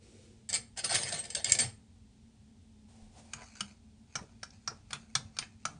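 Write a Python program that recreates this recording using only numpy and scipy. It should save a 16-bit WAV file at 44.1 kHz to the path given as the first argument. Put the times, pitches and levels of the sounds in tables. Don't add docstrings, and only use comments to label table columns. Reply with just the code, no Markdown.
import sys
import numpy as np
from scipy import signal
from scipy.fft import rfft, irfft, next_fast_len
from scipy.io import wavfile
from scipy.ndimage import uniform_filter1d, map_coordinates

SR = 44100
rng = np.random.default_rng(int(sys.argv[2]) if len(sys.argv) > 2 else 0)


def generate_wav(sig):
    pcm = np.round(np.clip(np.atleast_2d(sig).T, -1, 1) * 32767).astype(np.int16)
    wavfile.write(sys.argv[1], SR, pcm)


N = 255339
T = np.arange(SR // 2) / SR

# (time [s], length [s], rattle level [dB])
SHOVES = [(0.493, 0.033, -45.5), (0.523, 0.027, -38.5), (0.762, .035, -44), (0.828, 0.024, -36),
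          (0.894, 0.094, -33.5), (1.006, .09, -40.5), (1.117, 0.055, -36.5), (1.228, 0.13, -51),
          (1.346, 0.035, -41), (1.444, 0.18, -39), (1.58, 0.059, -36.5)]
# (frequency [Hz], relative level [dB], unchoked t60 [s])
STEEL_MODES = [(1770, -7, 0.18), (1975, -13, 0.13), (2193, -6, 0.19), (2283, -9, .18), (2730, -10.5, .14),
               (3082, -4.5, .14), (3554, -10.5, .1), (3640, -8.5, .1), (4240, -4, .16), (4430, -10, .14),
               (4600, -3.5, .12), (4730, 0.5, .13), (5040, -1, .14), (5360, -11, 0.22), (5807, -13, .16),
               (6020, -9, 0.18), (6460, -6, 0.1617), (7610, 2.5, 0.073), (7630, -7.5, .12),
               (7874, -5.5, 0.088), (8850, -9, .12), (8640, 9, .12), (8940, -3.5, 0.26), (9256, -14, 0.1)]
# (time [s], click [dB], hollow [dB], spoon [dB], spoon pitch [Hz], rasp t60 [s])
TAPS = [(3.3338, -44.5, -46, -40.5, 6560, 0.027), (3.553, -65, -62, -57, 6370, 0.017),
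        (3.6061, -37.5, -40.5, -35, 2920, 0.022), (4.1541, -42.5, -38, -34.5, 5700, .04),
        (4.4303, -50, -42.5, -42, 5480, 0.042), (4.505, -73.5, -83.5, -55, 5510, 0.015),
        (4.6753, -48.5, -38, -31.5, 5460, 0.026), (4.906, -52, -52.5, -54, 4900, .03),
        (4.9306, -39, -39.5, -41.5, 3750, 0.014), (5.1519, -33.5, -33.5, -25.5, 3550, 0.03),
        (5.367, -54.5, -52, -52, 4500, 0.019), (5.3869, -37, -43, -31.5, 4670, 0.016),
        (5.6525, -42, -33.5, -33, 6220, 0.021)]


def amp(db):
    return 10 ** (np.asarray(db) / 20)


def unit(x):
    return x / np.sqrt(np.mean(x ** 2) + 1e-20)


def along(points, hz):
    f, v = np.transpose(points)
    return np.interp(np.log(hz + 1), np.log(f + 1), v)


def wobble(rate_hz):
    knots = rng.standard_normal(int(N * rate_hz / SR) + 4)
    return map_coordinates(knots, [np.arange(N) * rate_hz / SR])


def filtered(x, response):
    size = next_fast_len(len(x) + SR // 4)
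    return irfft(rfft(x, size) * response(np.fft.rfftfreq(size, 1 / SR)), size)[:len(x)]


def coloured(x, spectrum):
    return unit(filtered(x, lambda hz: amp(along(spectrum, hz))))


def add(track, time_s, sound):
    part = track[round(time_s * SR):][:len(sound)]
    part += sound[:len(part)]


def grains(per_s, size=N):
    return rng.standard_normal(size) * (rng.random(size) < per_s / SR)


def stroke(time_s, length_s, db, attack_s, release_db_per_s, sag_db_per_s=0):
    t = np.arange(N) / SR - time_s
    sag_db = sag_db_per_s * np.clip(t, 0, length_s)
    release_db = release_db_per_s * np.maximum(t - length_s, 0)
    return np.clip(t / attack_s, 0, 1) * amp(db - sag_db - release_db)


def power_sum(gains):
    return np.linalg.norm(gains, axis=0)


def resonance(hz, q):
    return signal.lfilter(*signal.iirpeak(hz, q, SR), rng.standard_normal(len(T)))


def ring(modes, scatter_db, detune):
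    hz, db, t60_s = np.transpose(modes)[:, :, None]
    hz = hz * (1 + detune * rng.standard_normal(hz.shape))
    db = db + scatter_db * rng.standard_normal(db.shape)
    partials = np.sin(2 * np.pi * (hz * T + rng.random(hz.shape)))
    return np.sum(amp(db - 60 * T / t60_s) * partials, axis=0)


def notes(rows, attack_s):
    out = np.zeros(N)
    for time_s, db, hz, t60_s in rows:
        envelope = amp(db - 60 * T / t60_s) * (1 - np.exp(-T / attack_s))
        add(out, time_s, envelope * np.sin(2 * np.pi * hz * T))
    return out


def voiced(blow, bands_hz, levels_db):
    size = SR // 100
    hz = np.fft.rfftfreq(size, 1 / SR)
    power = 2 * np.abs(rfft(blow[:size]) / size) ** 2
    band = np.argmin(np.abs(hz[:, None] - np.array(bands_hz)), axis=1)
    gain_db = np.array(levels_db) - 10 * np.log10(np.bincount(band, power) + 1e-20)
    return filtered(blow, lambda f: amp(np.interp(f, bands_hz, gain_db)))


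def shifting(x, depth_db):
    spectra = signal.stft(x, nperseg=512)[2]
    patches = uniform_filter1d(rng.standard_normal(spectra.shape), size=3, axis=0)
    patches = uniform_filter1d(patches, size=5, axis=1)
    gain = unit(amp(depth_db * unit(patches)))
    return signal.istft(spectra * gain, nperseg=512)[1][:len(x)]


def kitchen(x, early_db, early_t60_s, late_db):
    # (frequency [Hz], t60 [s])
    decay = [(150, 0.12), (1000, 0.37), (4000, 0.26), (9000, 0.26)]
    hz, t, spectra = signal.stft(rng.standard_normal(len(T)), SR, nperseg=256)
    tail = signal.istft(spectra * amp(-60 * t / along(decay, hz)[:, None]), SR, nperseg=256)[1][:len(T)]
    early = rng.standard_normal(len(T)) * amp(-60 * T / early_t60_s)
    onset = 1 - np.exp(-(T / 0.0005) ** 2)
    echo = onset * (amp(early_db) * unit(early) + amp(late_db) * unit(tail)) / np.sqrt(len(T))
    return x + signal.fftconvolve(x, echo)[:len(x)]


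def background():
    # (frequency [Hz], relative level [dB])
    tones = [(59.2, -76), (91.5, -74.5), (220.7, -68.5), (274.5, -80)]
    # (frequency [Hz], relative level [dB])
    rush_spectrum = [(12, -50), (20, -23.5), (43, -7.5), (99, 0.5), (166, -16), (221, -2.5), (301, -26.5),
                     (400, -20.5), (532, -29.5), (847, -28), (1120, -37), (3990, -34), (4660, -35),
                     (6350, -36.5), (9600, -37), (12500, -74.5), (21100, -120)]
    hum = np.zeros(N)
    for hz, db in tones:
        peak = np.sqrt(2) * amp(db + 1.5 * wobble(8.4))
        hum += peak * np.sin(2 * np.pi * hz * np.arange(N) / SR + 2.6 * wobble(8))
    return amp(2) * hum + amp(-59.5) * coloured(rng.standard_normal(N), rush_spectrum)


def drawer():
    # (time [s], length [s], level [dB])
    pull = (0, 0.25, -60.5)
    # (frequency [Hz], relative level [dB])
    runner_spectrum = [(60, -10), (200, -14), (290, -0.5), (410, 3.5), (560, -11), (1000, -28),
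                       (1800, -18.5)]
    box_spectrum = [(40, -21.5), (105, 2.5), (220, -4.5), (290, -10), (410, -3), (700, -14), (830, -10.5),
                    (1100, -28), (1800, -37)]
    rolling = stroke(*pull, attack_s=0.03, release_db_per_s=70)
    rolling *= coloured(rng.standard_normal(N), runner_spectrum)
    level = power_sum([
        stroke(time_s, length_s, -52.5 + 0.6 * (db + 40), attack_s=0.03, release_db_per_s=200)
        for time_s, length_s, db in SHOVES])
    rumble = level * amp(0.5 * wobble(25)) * coloured(rng.standard_normal(N), box_spectrum)
    return kitchen(rolling + rumble, early_db=-6.5, early_t60_s=0.12, late_db=-9.5)


def steel_ring():
    return ring(STEEL_MODES, scatter_db=3, detune=0.018) * amp(-60 * T / 0.45)


def clashes():
    # (time [s], strength [dB], brightness [dB], chatter [s], relative after-ring [dB])
    hits = [(0.49, -46.5, 9.5, 0.008, -13), (0.498, -44.5, 7.5, 0.007, -15), (0.529, -38, 5, 0.0035, -16),
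            (0.54, -33.5, 5.5, 0.009, -12), (0.55, -35, -0.5, 0.012, -14), (0.773, -45, 3.5, 0.012, -13),
            (0.787, -43, 0.5, 0.012, -15), (0.8435, -33.5, -4, 0.004, -17.5), (0.894, -39, -4.5, 0.008, -4),
            (0.906, -35.5, -9, 0.01, -15), (0.925, -35, -5, 0.008, -5), (0.945, -31.5, -3, 0.009, -11),
            (0.954, -35, 1, 0.009, -6), (1.0325, -37, -7, 0.003, -18), (1.086, -43, 2, 0.01, -17),
            (1.121, -40, -1.5, 0.0093, -26), (1.239, -51, 1.5, 0.006, -19.5),
            (1.252, -48, -2.5, 0.008, -18), (1.302, -45, 4, 0.006, -15.5),
            (1.3488, -33, -0.5, 0.007, -18.5), (1.444, -34, 6.5, 0.004, -19.5),
            (1.496, -36.5, 0, 0.0048, -14.5), (1.5195, -28, 14, 0.0048, -21), (1.548, -36, -2, 0.008, -17),
            (1.588, -32, 6, 0.008, -11), (1.596, -33, 4, 0.009, -14)]
    # (centre [Hz], offset from strength [dB], share of brightness [ratio])
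    bands = [(2494, -7, 0.15), (5200, -0.5, 0), (7500, -1, 1), (8700, -3, 0.2)]
    bands_hz, offset_db, share = np.transpose(bands)
    out = np.zeros(N)
    for time_s, strength_db, bright_db, chatter_s, after_db in hits:
        chatter = (1 - np.exp(-T / 0.002)) * np.exp(-(T / chatter_s) ** 4)
        buzz = sum(amp(db) * resonance(hz * (1 + 0.012 * rng.standard_normal()), q=hz / 220)
                   for hz, db, _ in STEEL_MODES)
        contact = unit(shifting(buzz, depth_db=3.5)) + amp(-15) * rng.standard_normal(len(T))
        blow = chatter * contact + amp(after_db) * steel_ring()
        blow = voiced(blow, bands_hz, strength_db + offset_db + share * bright_db)
        add(out, time_s, kitchen(blow, early_db=-8.5, early_t60_s=0.065, late_db=-13))
    return out


def rattle():
    # (frequency [Hz], gain [dB])
    slide_spectrum = [(180, -42.5), (300, -15.5), (437, -9.5), (477, -16), (544, -0.5), (793, 1.5),
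                      (1000, -13), (1170, -9), (1840, -2.5), (4320, -3.5), (4860, -5.5), (6490, -5),
                      (9600, -12), (12500, -22.5), (21100, -120)]
    level = power_sum([stroke(*shove, attack_s=0.014, release_db_per_s=381.5, sag_db_per_s=35)
                       for shove in SHOVES])
    out, pieces = np.zeros(N), 4
    for _ in range(pieces):
        contacts = level * unit(grains(500) * amp(4 * wobble(45))) / np.sqrt(pieces)
        ringing = signal.fftconvolve(contacts, unit(steel_ring()) / np.sqrt(len(T)))[:N]
        scraping = filtered(contacts, lambda hz: amp(along(slide_spectrum, hz)))
        out += amp(-4) * ringing + amp(7) * scraping
    return kitchen(shifting(out, depth_db=4.5), early_db=-6, early_t60_s=0.09, late_db=-10)


def pings():
    # (time [s], level [dB], pitch [Hz], t60 [s])
    flicks = [(.78, -44, 9250, 0.086), (.845, -29, 9330, 0.1), (.945, -30.5, 9238, 0.26),
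              (1.49, -35, 2237, 0.2), (1.52, -30.5, 7620, 0.09), (1.59, -29.5, 7540, 0.2),
              (1.592, -32.5, 2280, 0.11)]
    return notes(flicks, attack_s=0.001)


def thuds():
    # (time [s], level [dB], pitch [Hz], t60 [s])
    knocks = [(0.927, -41, 136, 0.13), (1.137, -36, 158.5, 0.1), (1.518, -29, 98, 0.058),
              (1.595, -39, 231, 0.19), (1.64, -33, 119, 0.15), (1.67, -37, 97, 0.16), (3.02, -48, 36, .3),
              (3.613, -42, 202.8, 0.27), (4.214, -32.5, 182, 0.04), (5.251, -39.5, 96, 0.14),
              (5.754, -43.5, 154, 0.14)]
    return notes(knocks, attack_s=0.0032)


def hand():
    # (time [s], length [s], level [dB], attack [s])
    touches = [(2.881, .035, -64.5, .006), (2.937, 0.12, -64.5, 0.024), (3.103, .12, -57.5, 0.077)]
    # (frequency [Hz], relative level [dB])
    skin_spectrum = [(200, -10.5), (500, -7), (760, -1), (950, -9.5), (1300, -17.5), (4000, -16)]
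    level = power_sum([stroke(*touch, release_db_per_s=75) for touch in touches])
    return level * amp(1.6 * wobble(31)) * coloured(rng.standard_normal(N), skin_spectrum)


def sauce():
    # (time [s], length [s], level [dB])
    scrapes = [(3.318, 0.13, -65), (3.422, 0.072, -58.5), (3.548, 0.043, -57)]
    # (frequency [Hz], relative level [dB])
    drag_spectrum = [(250, -24), (700, -7), (1000, -5), (1500, -4), (1900, -8), (2500, -0.5), (3400, -19),
                     (4400, -1.5), (5300, -10), (6400, -2.5), (7500, -9), (9600, -15)]
    # (time [s], level [dB], length [s], bubble pitch [Hz])
    squelches = [(3.352, -58, 0.058, 1490), (3.402, -53, 0.045, 1240), (4.163, -52.5, 0.044, 1190),
                 (4.201, -53.5, 0.047, 587), (4.683, -56, 0.059, 1140), (4.939, -46.5, 0.027, 2780),
                 (5.166, -58.5, 0.055, 1082), (5.409, -45, 0.03, 2360)]
    lead_s, hold_s = 0.096, 0.052
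    median_db = np.median([click_db for _, click_db, *_ in TAPS])
    moves = [stroke(*scrape, attack_s=0.024, release_db_per_s=202) for scrape in scrapes]
    for time_s, click_db, *_ in TAPS:
        drag_db = -67.5 + 0.27 * (click_db - median_db)
        moves.append(stroke(time_s - lead_s, lead_s + hold_s, drag_db, lead_s, release_db_per_s=149))
    out = power_sum(moves) * amp(4.6 * wobble(30)) * coloured(grains(1200), drag_spectrum)
    for time_s, db, length_s, hz in squelches:
        bubble_spectrum = [(hz / 5, -9), (hz / 1.54, -2), (hz, 0), (hz * 2.6, -17), (hz * 8, -30)]
        pockets = coloured(grains(1800, len(T)), bubble_spectrum)
        swell = np.sin(np.pi * np.minimum(T / length_s, 1))
        add(out, time_s, amp(db) * swell * pockets)
    return kitchen(shifting(out, depth_db=4), early_db=-4, early_t60_s=0.11, late_db=-12.5)


def taps():
    # (frequency [Hz], relative level [dB], t60 before choking [s])
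    cup_modes = [(776, -1, 0.042), (1248, -10.5, 0.053), (1338, 0.5, 0.075), (1643, -12, 0.039),
                 (2342, 11.5, 0.041), (2960, 11.5, 0.024), (3430, -50, .04), (4100, -45, 0.026),
                 (4710, -2, 0.12), (5000, -30, 0.03), (5650, 7.5, 0.059), (6276, 17, 0.02),
                 (6820, 3, 0.059), (7650, -32, .03), (8760, 12.5, 0.048), (9474, 17.5, 0.011)]
    bands_hz = [1350, 3000, 5600, 8400]
    # (frequency [Hz], relative level [dB])
    click_spectrum = [(150, -37), (600, -1), (950, -11.5), (1320, 6.5), (1900, -0.5), (3000, 3.5),
                      (9000, -2.5)]
    board_spectrum = [(60, -12), (130, 9), (250, -4), (450, -13.5), (750, -6), (1100, -22), (2000, -26)]
    out = np.zeros(N)
    for time_s, click_db, hollow_db, spoon_db, spoon_hz, rasp_t60_s in TAPS:
        click = coloured(rng.standard_normal(len(T)), click_spectrum) * amp(13 - 60 * T / 0.018)
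        rasp = unit(resonance(spoon_hz, q=9.4)) * amp(12.5 - 60 * T / rasp_t60_s)
        hollow = unit(resonance(hz=1393, q=5.2)) * amp(-1.5 - 60 * T / 0.046)
        cup = ring(cup_modes, scatter_db=2, detune=0.02) * amp(-60 * T / 0.09)
        blow = (click + rasp + hollow + amp(-10) * cup) * (1 - np.exp(-T / 0.0023))
        blow = voiced(blow, bands_hz, [hollow_db, click_db, spoon_db, click_db - 0.5])
        knock_level = amp(hollow_db - 14 - 60 * T / 0.54) * (1 - np.exp(-T / 0.0077))
        knock = knock_level * coloured(rng.standard_normal(len(T)), board_spectrum)
        add(out, time_s, kitchen(blow + knock, early_db=-8.5, early_t60_s=0.13, late_db=-17))
    return out


def board_thumps():
    lag_s, pitch_hz, t60_s = 0.0051, 144.4, 0.16
    thumps = [(time_s + lag_s, -46 + 0.53 * (hollow_db + 40), pitch_hz, t60_s)
              for time_s, _, hollow_db, *_ in TAPS]
    return notes(thumps, attack_s=0.0036)


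def scene():
    rummaging = drawer() + clashes() + rattle() + pings()
    stirring = hand() + sauce() + taps() + board_thumps()
    return (background() + rummaging + thuds() + stirring)[None]


def record(dry):
    limit_hz = 9680
    return np.array([filtered(x, lambda hz: 1 / np.sqrt(1 + (hz / limit_hz) ** 160)) for x in dry])


dry = scene()
out = record(dry)
generate_wav(out)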